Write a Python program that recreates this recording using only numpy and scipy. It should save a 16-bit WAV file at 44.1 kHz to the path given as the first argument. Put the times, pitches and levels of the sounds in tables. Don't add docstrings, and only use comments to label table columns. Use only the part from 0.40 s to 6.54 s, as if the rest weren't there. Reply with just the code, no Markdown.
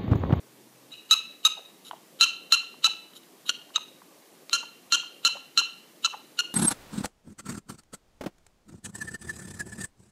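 import sys
import numpy as np
from scipy import signal
from scipy.fft import rfft, irfft, next_fast_len
from scipy.io import wavfile
from scipy.ndimage import uniform_filter1d

SR = 44100
rng = np.random.default_rng(int(sys.argv[2]) if len(sys.argv) > 2 else 0)


def unload_audio(sound):
    columns = np.transpose(np.atleast_2d(sound))
    steps = np.round(np.clip(columns, -1, 1) * 32767)
    wavfile.write(sys.argv[1], SR, steps.astype(np.int16))


def boost(x):
    u = np.asarray(x, float) / 20
    return 10 ** u


N = 270774


def evened(x):
    return x / np.sqrt(np.mean(x ** 2) + 1e-20)


def read(points, hz):
    f, value = np.transpose(points)
    return np.interp(np.log(hz + 1), np.log(f + 1), value)


def add(mix, s, sound):
    part = mix[round(s * SR):][:len(sound)]
    part += sound[:len(part)]


def wobble(n, span):
    return evened(uniform_filter1d(uniform_filter1d(rng.standard_normal(n), span), span))


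def air():
    # (frequency [Hz], density [dB per Hz])
    air_colour = [(35, -70), (60, -36), (102, -31), (151, -10.5), (323, -5.5), (363, -7.5), (407, -7),
                  (759, -14), (935, -16.5), (1200, -15.5), (1350, -21), (1740, -19), (14900, -24)]
    air_db = -55.5
    drone_hz, drone_db, drone_end_s = 127, -68, 0.62

    hz, blocks = np.fft.rfftfreq(2048, 1 / SR), N // 512 + 6
    real, imaginary, patches = rng.standard_normal((blocks, len(hz), 3)).T
    patches = evened(uniform_filter1d(uniform_filter1d(patches, 14, 0), 6, 1))
    lumpy_db = np.interp(hz, [400, 2000], [2.2, .7])[:, None]
    z = (real + 1j * imaginary) * boost(read(air_colour, hz)[:, None] + lumpy_db * patches)
    noise = signal.istft(z, nperseg=2048, noverlap=1536)[1][:N]

    t = np.arange(N) / SR
    drone = boost(drone_db + 1.5 * wobble(N, span=1500)) * np.sin(2 * np.pi * drone_hz * t)
    drone *= np.clip((drone_end_s - t) / .05, 0, 1)
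    return boost(air_db) * evened(noise) + drone


def space(x):
    # (frequency [Hz], decay by 60 dB [s], level [dB])
    ring = [(500, .2, 1), (1300, 0.46, -8), (2580, 0.44, 3), (3700, 0.5, -6), (6980, 0.33, -5.5),
            (11900, 0.18, 0.5)]
    taps = np.zeros(SR // 2)
    at = np.arange(200, SR // 2 - 20, 20)
    sign = rng.choice([-1., 1.], len(at))
    taps[at + rng.integers(0, 20, len(at))] = sign * boost(6.1 * rng.standard_normal(len(at)))
    hz, t, z = signal.stft(taps, SR, nperseg=256)
    wall_db = 5 * np.exp(-((t - .055) / .012) ** 2)
    t60, colour_db = (read([(row[0], row[k]) for row in ring], hz)[:, None] for k in (1, 2))
    tail = signal.istft(z * boost(colour_db + wall_db - 60 * t / t60), SR, nperseg=256)[1]
    return signal.fftconvolve(x, tail / np.linalg.norm(tail))[:N]


def resonate(x, hz, bandwidth):
    return signal.lfilter(*signal.iirpeak(min(hz, 20000), hz / bandwidth, SR), x)


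def resonate_twice(x, hz, bandwidth):
    return resonate(resonate(x, hz, bandwidth), hz, bandwidth)


def throat(x, treble_db, widen, top_db=0):
    # (frequency [Hz], width [Hz], level [dB])
    resonances = [(1320, 300, -12), (3050, 380, -5), (3830, 330, 0), (5500, 600, -13), (7000, 700, -9),
                  (10900, 2600, -12), (14800, 800, -22)]
    total = 0
    for hz, bandwidth, db in resonances:
        lift_db = treble_db * (hz > 5000) + top_db * (hz > 9000)
        total = total + boost(db + lift_db) * resonate_twice(x, hz, bandwidth * widen)
    return total


def pop(db, hz, click_db, length, wet, tooth_hz=0):
    t = np.arange(1500) / SR
    specks = rng.standard_normal(len(t)) * (rng.random(len(t)) < .08)
    spit = specks * np.sin(np.pi * np.minimum(t / length, 1)) ** .5
    smack = 3 * (t == 0)
    cavity = resonate_twice((1 - wet) * smack + wet * spit, hz, 0.44 * hz)
    click = throat(rng.standard_normal(len(t)) * np.exp(-t / 0.00091), -11.5, 7.0)
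    if tooth_hz:
        click = resonate_twice(click, tooth_hz, 900) + 0.18 * click
    return boost(db) * (cavity / abs(cavity).max() + boost(click_db) * click / abs(click).max())


def mouth_noises():
    # (time [s], peak [dB], pitch [Hz], click [dB])
    pops = [(0.747, -31, 1140, -11), (1.075, -35.5, 1030, -16), (1.19, -42, 620, -16),
            (1.561, -52, 970, -15), (1.857, -35, 1125, -16), (2.162, -31.5, 1100, -16),
            (2.229, -43.5, 1057, -17), (2.341, -43, 999.6, -10), (2.474, -30, 1040, -14),
            (2.706, -59, 520, -16), (3.052, -52, 1110, -9), (3.303, -44.5, 1110, -6),
            (3.378, -31, 1010, -1.5), (3.618, -42, 1120, -9.5), (4.568, -38, 1020, -14),
            (4.633, -38, 1040, -14), (4.888, -35.5, 1020, -12), (5.213, -32.5, 1090, -16),
            (5.285, -47, 1119, -15), (5.672, -33, 1000, -1.5), (6.033, -46, 1006, -16),
            (6.103, -48.5, 590, -16)]
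    # (time [s], peak [dB], pitch [Hz], length [s])
    gurgles = [
        (1.17, -40, 761.1, .014),
        (1.5327, -31.5, 790, 0.0075),
        (4.229, -36, 1010, 0.013),
        (4.951, -35, 616, .016),
        (4.963, -34.5, 1060, 0.016),
        (5.725, -38.5, 1154, .012),
        (5.737, -29, 915, 0.012),
    ]
    # (time [s], peak [dB], pitch [Hz], click [dB], tooth ring [Hz], 0 for none)
    ticks = [
        (1.5113, -25.5, 1006, -6.5, 3050),
        (4.0956, -41.5, 1188, 16, 0),
    ]
    mix = np.zeros(N)
    for s, *rest in pops:
        add(mix, s, pop(*rest, length=.0055, wet=.6))
    for s, db, hz, length in gurgles:
        add(mix, s, pop(db, hz, click_db=-29, length=length, wet=.66))
    for s, *rest, tooth_hz in ticks:
        add(mix, s, pop(*rest, length=.0034, wet=0.33, tooth_hz=tooth_hz))
    return mix


def wheeze(length, db, treble_db):
    n = round(length * SR)
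    breath = evened(throat(rng.standard_normal(n), treble_db, 1.0))
    return boost(db + 2.3 * wobble(n, span=90)) * breath * signal.windows.tukey(n, .6)


def wheezes():
    # (start [s], length [s], level [dB], treble [dB])
    breaths = [
        (.505, 0.022, -57, -14),
        (1.439, 0.067, -48.5, -2),
        (1.795, 0.014, -42.5, -9),
        (2.725, 0.045, -57, -8),
        (2.749, 0.037, -48, -1),
        (2.829, .01, -59.5, -6.5),
        (3.05, 0.074, -44.5, -7),
        (4.105, 0.014, -49, -9.5),
        (5.62, .02, -56, 3),
    ]
    mix = np.zeros(N)
    for s, *rest in breaths:
        add(mix, s, wheeze(*rest))
    return mix


def low_harmonics(voice, flutter, depth_db, mouth_db, low_db):
    third_db = 10 * np.log10((1 - boost(2 * depth_db)) / (1 + boost(2 * mouth_db)))
    tone = boost(low_db) * np.sin(voice) * (1 + 2 * boost(.5 * depth_db - 14.0) * np.cos(flutter))
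    tone += boost(third_db + mouth_db) * (np.cos(2 * voice - .8) + boost(-23.5) * np.cos(2 * voice - flutter))
    tone += boost(depth_db) * np.cos(2 * voice + flutter - 1)
    tone += boost(depth_db - 19.5) * np.cos(2 * voice + 2 * flutter)
    split = 1 + 2 * boost(1.12 * depth_db - 6) * np.cos(flutter) + 2 * boost(-44) * np.cos(2 * flutter)
    return tone + boost(third_db) * np.cos(3 * voice) * split


def high_harmonics(voice, flutter, hz, flutter_hz, depth_db, bright_db, top_db):
    # (frequency [Hz], level [dB])
    head = [(4700, 3.5), (5150, -9), (5700, 1), (6300, 8), (6800, -0.5), (7700, -3.5), (8500, -12.5),
            (9800, -8), (10900, -20), (11900, -30), (12900, -31), (13800, -31), (14800, -31), (16300, -19)]
    tone = np.zeros(len(voice))
    for k in range(4, 12):
        for m in range(-2, 3):
            side_db = abs(m) * (.4 * depth_db - 1)
            head_db = bright_db + top_db * (k > 6) + read(head, k * hz + m * flutter_hz) + side_db
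            head_db += 3 * wobble(len(voice), span=120)
            tone += boost(head_db) * np.cos(k * voice + m * flutter + 1.9 * rng.standard_normal())
    return tone


def glottal_snap(n, at, hz, top_db):
    kick = 1. * (np.arange(n) == at)
    snap = throat(kick, 3, 3, top_db - 20) + .3 * resonate(kick, hz, 700) - .006 * resonate(kick, 60, 90)
    snap = np.roll(snap, at - np.argmax(snap))
    return snap / snap.max()


def bark(snap_s, length, peak_db, mean_hz, fade_db,
         snap_db, flutter_hz, mean_depth_db, lead_db, top_db, low_db, bright_db):
    # (share of length [0-1], pitch [%], flutter depth [dB], mouth [dB])
    course = [(0, 0.46, -1, -3.5), (.25, -1.82, -4, -6.5), (.5, -0.17, -1.5, 0), (.75, 3, 6.5, 9),
              (1, -2.23, 4, 6)]
    t = np.arange(snap_s - .022, snap_s + length + .02, 1 / SR)
    n = len(t)
    before_s = np.minimum(t - snap_s, 0)
    done = np.clip((t - snap_s) / length, 0, 1)
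    share, *bends = np.transpose(course)
    bend, deeper_db, wider_db = (np.interp(done, share, c) for c in bends)

    effort_db = peak_db - fade_db * done ** 1.37 + 0.9 * wobble(n, span=150)
    hz = mean_hz * (1 + bend / 100)
    depth_db = np.minimum(mean_depth_db + deeper_db, -1)
    mouth_db = -6.5 + 0.1656 * (mean_hz - 1359.2) + wider_db
    low_db = low_db - peak_db
    bright_db = bright_db + .3 * top_db - peak_db
    lead_db = lead_db - peak_db

    voice = 2 * np.pi * np.cumsum(hz * (1 + .005 * wobble(n, span=60))) / SR
    flutter = 2 * np.pi * np.cumsum(flutter_hz * (1 + 0.097 * wobble(n, span=100))) / SR
    at = round((snap_s - t[0]) * SR) + 9
    voice, flutter = voice - voice[at], flutter - flutter[at]

    fundamental_db = low_db - 0.5 * (effort_db - peak_db)
    tone = low_harmonics(voice, flutter, depth_db, mouth_db, fundamental_db)
    tone += high_harmonics(voice, flutter, hz, flutter_hz, depth_db, bright_db, top_db)
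    tone += boost(-21 + 1.41 * mean_depth_db) * (np.cos(flutter) + 0.84 * np.cos(2 * flutter))
    rasp = boost(-13) * evened(throat(rng.standard_normal(n), 1.0, 1.595, top_db - 3.5))

    gate = boost(before_s * 16000 - 60 * np.maximum(t - snap_s - length, 0) / .010)
    gate = np.maximum(gate, boost(lead_db + 9 + before_s * 4200) * (t < snap_s))
    lead = boost(lead_db - 3.5 + before_s * 1000) * (t < snap_s)
    air_in = rng.standard_normal(n)
    hiss = 1.4 * evened(throat(air_in, -1.6, 1.5, top_db - 6.0))
    hiss += 0.71 * evened(resonate(air_in, 2935, 127)) + 0.4 * np.cos(voice)

    sound = boost(effort_db) * (gate * (np.sqrt(2) * tone + rasp) + lead * hiss)
    sound += boost(snap_db - 5) * glottal_snap(n, at, hz[at], top_db)
    return t[0], sound - .95 * resonate(sound, 8650, 1000)


def barks():
    # (snap time [s], length [s], effort [dB], pitch [Hz], fade [dB])
    efforts = [(0.5179, 0.025, -45, 1300, -1.5), (0.7111, .030, -13.2, 1308, 5),
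               (1.0511, .025, -13.5, 1280, 9.5), (1.8106, 0.035, -13.5, 1361, 7),
               (2.1231, 0.0288, -14, 1369, 7), (2.4444, .026, -14.5, 1327, 8),
               (3.094, .011, -16.5, 1430, 18.5), (3.3600, 0.011, -15.5, 1280, 17.5),
               (4.131, 0.0346, -19, 1386, 15), (4.523, .034, -18, 1396, 6), (4.85, 0.0296, -16.5, 1370, 7),
               (5.1757, 0.0302, -16, 1375, 11), (5.6473, .0160, -20, 1345, 5),
               (5.9907, 0.017, -19.5, 1423, 7.5)]
    # (snap [dB], flutter [Hz], flutter depth [dB], lead-in air [dB], top treble [dB])
    colours = [(-44, 235, -12, -65.5, -9.5), (-4.5, 262, -21.5, -34.5, 0.5), (-9, 248, -19, -36.5, 0.5),
               (-6, 290, -10.5, -32, -3), (-1.5, 278, -12, -33.5, -1), (-5, 283, -11.5, -31, -3.5),
               (-22, 291, -3.5, -32.5, -3), (-15, 249, -13, -32.5, -14), (-23, 300, -7.5, -35.5, -2),
               (-5, 302, -7, -36, -4), (-5.5, 269.5, -8.5, -37, -3), (-9, 275, -9, -38.5, -3.5),
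               (-27, 291, -11, -33, -8), (-25, 266, -16, -35.5, -3)]
    dry, wet = np.zeros(N), np.zeros(N)
    for i, (effort, colour) in enumerate(zip(efforts, colours)):
        far = i == 0
        low_db, bright_db = (-67, -73) if far else (-27.5, -31.5)
        s, sound = bark(*effort, *colour, low_db, bright_db)
        echo_db = -17.5 + 218.5 * effort[1] + 11.5 * far
        add(dry, s, sound)
        add(wet, s, boost(echo_db) * sound)
    return dry, wet


def scene():
    dry, wet = barks()
    small = wheezes() + mouth_noises()
    return (dry + small + space(wet + boost(-13) * small) + air())[None]


def masked(x, margin_db, slope_db):
    hz, _, z = signal.stft(x, SR, nperseg=1024, noverlap=768)
    power = uniform_filter1d(uniform_filter1d(abs(z) ** 2, 5, 0), 3, 1)
    band_db = 10 * np.log10(power + 1e-16)
    fall = slope_db * hz[:, None] / 1000
    mask_db = np.maximum.accumulate(band_db + fall, 0) - fall - margin_db
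    quiet = band_db < np.median(band_db, 1, keepdims=True) + 12
    hidden = (band_db < mask_db) & quiet & (hz[:, None] > 4300)
    lost = uniform_filter1d(1. * hidden, 5, 1) > .5
    return signal.istft(z * np.where(lost, boost(-22), 1), SR, nperseg=1024, noverlap=768)[1][:N]


def band_limited(x):
    # (frequency [Hz], level [dB])
    treble_edge = [(14950, 0), (15150, -22), (16300, -30), (16500, -70)]
    size = next_fast_len(N)
    gain = boost(read(treble_edge, np.fft.rfftfreq(size, 1 / SR)))
    return irfft(rfft(x, size) * gain, size)[:, :N]


def band_limit(x):
    return signal.sosfilt(signal.butter(12, 16340, fs=SR, output="sos"), x)


def record(dry):
    thinned = masked(dry[0], margin_db=21.5, slope_db=10.5)[None]
    finished = band_limited(thinned)
    return band_limit(finished)


dry = scene()
out = record(dry)
unload_audio(out)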